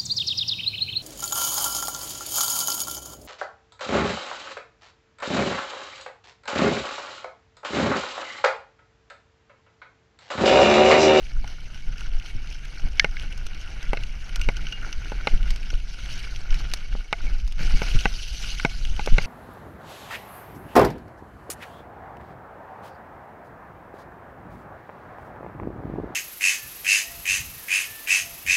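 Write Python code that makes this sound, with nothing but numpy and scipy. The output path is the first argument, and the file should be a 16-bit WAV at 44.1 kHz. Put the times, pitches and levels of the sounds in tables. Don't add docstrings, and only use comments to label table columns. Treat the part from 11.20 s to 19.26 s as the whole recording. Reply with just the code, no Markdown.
import sys
import numpy as np
from scipy import signal
from scipy.fft import rfft, irfft, next_fast_len
from scipy.io import wavfile
from scipy.ndimage import uniform_filter1d, minimum_filter1d, map_coordinates

SR = 44100
rng = np.random.default_rng(int(sys.argv[2]) if len(sys.argv) > 2 else 0)


def wav_record(signal):
    frames = np.transpose(np.atleast_2d(signal))
    bounded = np.clip(frames, -1, 1)
    quanta = np.round(bounded * 32767).astype(np.int16)
    wavfile.write(sys.argv[1], SR, quanta)


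N = 355424

# t/s, crunch/dB, swish/dB
TRAIL_LEVELS = [(0, -53, -56.5), (1.2, -49.5, -54), (2.9, -47, -52.5), (3.5, -46, -51), (4.3, -44.5, -50),
                (4.65, -50, -52.5), (4.93, -44, -43.5), (5.27, -46, -53.5), (5.38, -42, -46),
                (5.82, -53.5, -54), (5.99, -52, -54), (6.06, -41.5, -49), (6.27, -53.5, -56),
                (6.375, -50.5, -56), (6.41, -41, -41.5), (6.66, -38.5, -39), (7.03, -49.5, -41.5),
                (7.27, -44, -38.5), (7.7, -48, -47), (8.05, -39, -42)]
# t/s, air pressure on the case/dB, drumming/dB, thump/dB
BUMPS = [(0.172, -14.5, -52, -54), (0.685, -15, -43.5, -55), (0.889, -19, -63, -44.5),
         (0.955, -12.5, -60, -49), (1.162, -24, -50, -37), (1.649, -9.5, -36, -44), (1.918, -17, -48, -54),
         (2.061, -24, -40.5, -60), (2.696, -16.5, -48, -50), (3.199, -12, -45, -53), (3.288, -11, -58, -36),
         (3.771, -15, -59, -56), (4.145, -8.5, -38.5, -33), (4.315, -15, -60, -55),
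         (4.548, -13.5, -47, -41), (4.95, -23, -46, -59), (5.322, -8.5, -66, -52), (5.372, -23, -38, -50),
         (5.734, -19, -39.5, -42), (6.051, -10.5, -41, -55), (6.136, -12, -50, -47), (6.419, -11, -36, -45),
         (6.551, -7.5, -40, -31), (6.762, -6.5, -43, -22.5), (6.868, -13.5, -47, -54),
         (7.252, -19, -48, -59), (7.935, -4.5, -43, -25.5)]
PRESSURE, DRUMMING = 1, 2


def amp(db):
    return 10 ** (np.asarray(db) / 20)


def unit(x):
    return x / np.sqrt(np.mean(x ** 2) + 1e-20)


def unit_hit(x):
    return x / np.sqrt(np.sum(x ** 2) / (SR / 100))


def curves(rows):
    times, *columns = np.transpose(rows)
    return [np.interp(np.arange(N) / SR, times, column) for column in columns]


def wobble(rate):
    knots = rng.standard_normal(int(N * rate / SR) + 4)
    return map_coordinates(knots, [np.arange(N) * rate / SR])


def colour(x, spectrum):
    size = 2 * next_fast_len(len(x))
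    hz, db = np.transpose(spectrum)
    gain_db = np.interp(np.log(np.fft.rfftfreq(size, 1 / SR) + 1), np.log(hz), db)
    cepstrum = irfft(np.log(amp(gain_db)))
    cepstrum[1:size // 2] *= 2
    cepstrum[size // 2 + 1:] = 0
    return irfft(rfft(x, size) * np.exp(rfft(cepstrum)))[:len(x)]


def grains(rate, spread_db):
    impulses = (rng.random(N) < rate / SR) * rng.choice([-1, 1], N)
    return unit(impulses * amp(spread_db * np.clip(rng.standard_normal(N), -2, 2)))


def patchy(x, depth_db):
    bands = signal.stft(x, nperseg=256)[2]
    flicker = rng.standard_normal(bands.shape)
    for _ in range(2):
        flicker = uniform_filter1d(uniform_filter1d(flicker, size=4, axis=0), size=5, axis=1)
    return signal.istft(bands * amp(depth_db * unit(flicker)), nperseg=256)[1][:N]


def fade(t60):
    return np.exp(-np.log(1000) * np.arange(SR // 4) / SR / t60)


def burst(spectrum, t60, rough=1):
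    decay = fade(t60)
    scrape = unit_hit(decay * rng.standard_normal(len(decay)))
    tap = unit_hit(signal.unit_impulse(len(decay)))
    return unit_hit(colour(rough * scrape + (1 - rough) * tap, spectrum))


def ring(modes, attack_s, scatter_db=2.8):
    t = np.arange(SR // 4) / SR
    detunes = 1 + .012 * rng.standard_normal(len(modes))
    tones = np.zeros(len(t))
    for detune, (hz, db, t60) in zip(detunes, modes):
        strength = amp(db + scatter_db * rng.standard_normal())
        tones += strength * fade(t60) * np.sin(2 * np.pi * hz * detune * t)
    return unit_hit(tones * (1 - np.exp(-t / attack_s)))


def add(track, s, sound):
    part = track[max(round(s * SR), 0):][:len(sound)]
    part += sound[:len(part)]


def bump_swell(column, rise_s=.032, fall_s=.045):
    t = np.linspace(0, N / SR, 4000)
    gain = np.zeros(len(t))
    for bump in BUMPS:
        since = t - bump[0]
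        gain += amp(bump[column]) * np.exp(-(since / np.where(since < 0, rise_s, fall_s)) ** 2)
    return np.interp(np.arange(N) / SR, t, gain)


def crest_lulls(width_s=.046):
    # t/s, gain/dB
    crests = [(1.04, -6.5), (1.5, 2), (2.4, -1.5), (4.78, -7.5), (5.1, -3), (5.86, -13), (7.07, -4)]
    t = np.arange(N) / SR
    return amp(sum(db / (1 + ((t - s) / width_s) ** 2) ** 2 for s, db in crests))


def rumble():
    # t/s, level/dB
    airflow = [(0.0, -29.5), (0.38, -32), (0.83, -31.5), (1.14, -31), (2.02, -27), (2.33, -28),
               (3.23, -26.5), (3.55, -31.5), (4.31, -27), (4.98, -28.5), (5.32, -25.5), (5.95, -26.5),
               (6.46, -21.5), (7.25, -29), (8.06, -22)]
    # f/Hz, level/dB
    air_spectrum = [(8, -8), (21, -1.5), (31, -5.5), (39, -7), (50, -14.5), (62, -19), (100, -35),
                    (200, -60), (500, -120)]
    ground_spectrum = [(35, -14), (70, -8.5), (110, -1.5), (170, -8), (250, -16.5), (400, -29.5),
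                       (900, -35.5), (2500, -100)]
    wind_db, = curves(airflow)
    crunch_db, _ = curves(TRAIL_LEVELS)
    air = signal.hilbert(colour(rng.standard_normal(N), air_spectrum))
    air_power = uniform_filter1d(np.abs(air) ** 2, size=4000)
    air = unit(air.real / np.sqrt(air_power))
    ground = unit(colour(rng.standard_normal(N), ground_spectrum))
    sway = wobble(11)
    ground_db = -47.5 + .48 * (crunch_db - crunch_db.mean())
    air_gain = np.hypot(amp(wind_db + 2.5 * sway), amp(-12) * bump_swell(PRESSURE))
    ground_gain = np.hypot(amp(ground_db + 1.7 * sway), bump_swell(DRUMMING))
    return crest_lulls() * (air_gain * air + ground_gain * ground)


def wheel_surge(first_s=.043, sharpness=3.5, fast_depth=.42):
    # t/s, wheel speed/(turns/s)
    wheel_speed = [(1.1, 1.925), (2.0, 2.395)]
    speed, = curves(wheel_speed)
    turns = np.cumsum(speed) / SR - first_s * speed[0]
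    depth = np.interp(speed, [speed.min(), speed.max()], [1, fast_depth])
    return depth * np.abs(np.cos(2 * np.pi * turns)) ** sharpness


def case_ticks(rate):
    # f/Hz, level/dB, t60/s
    hollows = [(1443, 4.5, 0.03), (1557, -13, 0.049), (2240, 3, 0.054), (2846, 0.5, 0.0067),
               (5500, -1, 0.015)]
    t = np.arange(SR // 4) / SR
    tones = [amp(db) * unit_hit(fade(t60) * np.sin(2 * np.pi * hz * t)) for hz, db, t60 in hollows]
    return unit(sum(signal.fftconvolve(grains(rate, spread_db=4), tone)[:N] for tone in tones))


def tyres():
    # f/Hz, level/dB
    crunch_spectrum = [(120, -27.5), (300, -3.5), (550, -8), (790, -5.5), (1020, -11.5), (1250, -8),
                       (1480, 1.5), (1830, -6.5), (2250, 0), (2550, -5), (2900, -3), (3500, -17.5),
                       (6200, -16.5), (8000, -63)]
    swish_spectrum = [(500, -47), (1200, -31), (2000, -13), (2900, 4.5), (3500, -3.5), (4500, 0),
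                      (5000, -2.5), (6200, -3), (7000, -15), (8300, -20.5), (10000, -17.5), (12500, -25.5),
                      (15000, -35)]
    grit_spectrum = [(900, -25), (1500, -1.5), (1900, -3.5), (2900, 16.5), (3600, 1), (6100, -1.5),
                     (7200, -15), (10500, -14), (15000, -32)]
    crunch_db, swish_db = curves(TRAIL_LEVELS)
    load = bump_swell(DRUMMING)
    surge = wheel_surge()
    surge -= surge.mean()
    clumps = amp(1.1 * wobble(60))
    crushing = grains(rate=700, spread_db=3.5) + rng.standard_normal(N)
    crunch = unit(patchy(colour(crushing, crunch_spectrum), depth_db=2.5))
    crunch = unit(crunch + amp(-4.5) * case_ticks(rate=16))
    brushing = grains(rate=1200, spread_db=4.5) + rng.standard_normal(N)
    swish = unit(patchy(colour(brushing, swish_spectrum), depth_db=3))
    scrapes = signal.fftconvolve(np.abs(grains(rate=22, spread_db=5)), fade(.014))[:N]
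    grit = unit(colour(scrapes * rng.standard_normal(N), grit_spectrum))
    grit_db = np.minimum(swish_db, -50) - 2.5 + 3.5 * surge
    crunch_gain = np.hypot(amp(crunch_db + 2.5 * surge + wobble(16)), amp(-10.5) * load)
    swish_gain = np.hypot(amp(swish_db + 5 * surge), amp(-19) * load)
    return clumps * (crunch_gain * crunch + swish_gain * swish) + amp(grit_db) * grit


def jolts(width_s=.0099, thump_lead_s=.01368):
    # f/Hz, level/dB
    thump_spectrum = [(40, -4), (90, 3.5), (170, -6.5), (300, -16), (600, -34.5), (2000, -61)]
    out = np.zeros(N)
    u = np.arange(-SR // 10, SR // 10) / SR / width_s
    pulse = (.5 * u ** 2 - 1) * np.exp(-u ** 2 / 3.23)
    for s, pressure_db, _, thump_db in BUMPS:
        add(out, s - .1, amp(pressure_db) * pulse)
        add(out, s - thump_lead_s, amp(thump_db + 4.5) * burst(thump_spectrum, t60=.077))
    return out


def knocks(rebound_s=.002768, settle_s=.009):
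    # t/s, boom/dB, frame knock/dB, ring/dB
    hits = [(0.2434, -52, -41, -46.5), (1.845, -23, -32, -23), (2.7325, -24.5, -28, -31.5),
            (2.772, -39, -58, -34.5), (3.2881, -24.5, -31, -27), (3.9198, -32, -36, -46),
            (4.072, -25, -26, -23.5), (4.531, -39.5, -56, -61), (5.752, -36.5, -45, -60),
            (5.9279, -31, -27, -23.5), (6.6188, -25.5, -32.5, -33), (6.8555, -21.5, -22, -20.5),
            (7.3978, -60, -56, -31), (7.4495, -18, -23.5, -21), (7.7943, -32.5, -28.5, -34.5),
            (7.8746, -25, -32, -36), (7.983, -22.5, -29, -22)]
    # f/Hz, level/dB, t60/s
    boom_modes = [(177, -7.5, 0.063), (258, -3, 0.021), (444, -5, 0.036), (541, 1.5, 0.016)]
    frame_modes = [(689, -8.5, 0.078), (823, 5.5, 0.023), (926, -0.5, 0.015), (1127, -11.5, 0.036)]
    stop_modes = [(1540, 5, 0.012), (2065, -4.5, 0.04), (2155, 4, 0.021), (2200, -16, 0.0048),
                  (2540, -19, 0.0038)]
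    # f/Hz, level/dB
    thud_spectrum = [(50, -20), (140, 7), (300, -2), (600, -0.5), (900, -20), (1500, -5), (4000, -71)]
    contact_spectrum = [(500, -18.5), (1100, -4.5), (1450, 8), (1720, -8.5), (2100, 4), (2700, -1),
                        (3200, -30.5), (7000, -62.5)]
    crack_spectrum = [(900, -61.5), (1800, 1), (2800, 12.5), (3300, -2.5), (4050, 5.5), (4800, -8.5),
                      (5700, -7), (6700, -15), (10200, -24.5), (12000, -42), (15000, -50)]
    out = np.zeros(N)
    for s, boom_db, frame_db, ring_db in hits:
        boom = ring(boom_modes, attack_s=.00036)
        thud = burst(thud_spectrum, t60=.0072, rough=.48)
        add(out, s, amp(boom_db) * unit_hit(boom + 1.27 * thud))
        add(out, s, amp(frame_db) * ring(frame_modes, attack_s=.00072))
        add(out, s, amp(ring_db - 2) * burst(contact_spectrum, t60=.018, rough=.55))
        add(out, s, amp(ring_db - 3) * burst(crack_spectrum, t60=.015, rough=.68))
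        add(out, s + rebound_s, amp(ring_db - 3) * ring(stop_modes, attack_s=.00044))
        settle = unit_hit(burst(thud_spectrum, t60=.016) + ring(frame_modes, attack_s=.00055))
        add(out, s + settle_s * rng.uniform(.686, 1.4), amp(boom_db - 16.5) * settle)
    return out


def twig_snaps(t60=.022):
    # t/s, body/dB, fizz/dB
    loud_snaps = [(0.276, -41.5, -60.5), (0.545, -47, -65), (0.781, -43, -61), (1.061, -45, -74),
                  (2.2664, -41, -52), (2.1767, -53, -56.5), (2.6278, -40, -59), (3.159, -38, -44.5),
                  (3.2142, -34, -49), (3.3685, -36, -61), (3.468, -35, -68), (3.5243, -34.5, -58),
                  (3.7276, -35, -60), (4.3054, -41, -46), (4.3603, -43, -55), (4.503, -36, -61),
                  (5.161, -39.5, -58), (5.3058, -38, -67), (5.343, -37, -55), (5.537, -38, -36.5),
                  (6.2765, -59, -55), (6.323, -46, -55), (6.8086, -33.5, -54), (7.8608, -39.5, -46)]
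    # f/Hz, level/dB
    body_spectrum = [(100, -58), (1000, -37), (1500, 11), (1850, -13), (2300, 7), (3000, 10.5), (3600, -5),
                     (4500, -3.5), (6200, 2), (7200, -42), (12000, -34)]
    fizz_spectrum = [(2500, 5.5), (4500, 9.5), (6100, 8.5), (7300, -1), (10500, -4.5), (15000, -15)]
    out = np.zeros(N)
    crunch_db, _ = curves(TRAIL_LEVELS)
    snaps_per_s = 6 * wheel_surge()
    starts = np.flatnonzero(rng.random(N) < snaps_per_s / SR)
    small_snaps = [(i / SR, crunch_db[i] + 2.5, crunch_db[i] - 20) for i in starts]
    for s, body_db, fizz_db in loud_snaps + small_snaps:
        add(out, s, amp(body_db) * burst(body_spectrum, t60, rough=.7))
        add(out, s, amp(fizz_db + 10) * burst(fizz_spectrum, t60))
    return out


def case_clacks():
    # t/s, ring/dB, crack/dB
    hits = [(1.7965, -12.5, -17.5), (1.9682, -35, -47)]
    # f/Hz, level/dB, t60/s
    case_modes = [(1670, 0, 0.028), (1860, -25, .2), (2067, 5, 0.014), (2180, 6, 0.019), (4240, -32, 0.047),
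                  (5940, -31, .022)]
    # f/Hz, level/dB
    crack_spectrum = [(200, -26), (1100, -24), (1700, -4), (2800, -2), (3500, 2), (4400, 2), (5000, -3),
                      (6300, -4.5), (7200, -29), (15000, -42)]
    out = np.zeros(N)
    for s, ring_db, crack_db in hits:
        add(out, s, amp(ring_db + .5) * ring(case_modes, attack_s=.0007, scatter_db=.8))
        add(out, s, amp(crack_db + 2) * burst(crack_spectrum, t60=.013, rough=.6))
    return out


def metal_pings():
    # t/s, level/dB
    taps = [(3.214, -35.5), (3.522, -31)]
    # f/Hz, level/dB, t60/s
    metal_modes = [(2520, -14, .17), (2864, 4.5, .19), (4150, -6, .04)]
    out = np.zeros(N)
    for s, db in taps:
        add(out, s, amp(db) * ring(metal_modes, attack_s=.00055, scatter_db=3))
    return out


def scene():
    return (rumble() + jolts() + tyres() + knocks() + case_clacks() + metal_pings() + twig_snaps())[None]


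def record(dry):
    top_hz, ceiling = 15400, .96
    size = next_fast_len(N + SR // 2)
    passband = np.fft.rfftfreq(size, 1 / SR) < top_hz
    heard = irfft(rfft(dry, size) * passband, size)[..., :N]
    limiter_gain = ceiling / np.maximum(np.abs(heard), ceiling)
    return heard * uniform_filter1d(minimum_filter1d(limiter_gain, size=13), size=13)


dry = scene()
out = record(dry)
wav_record(out)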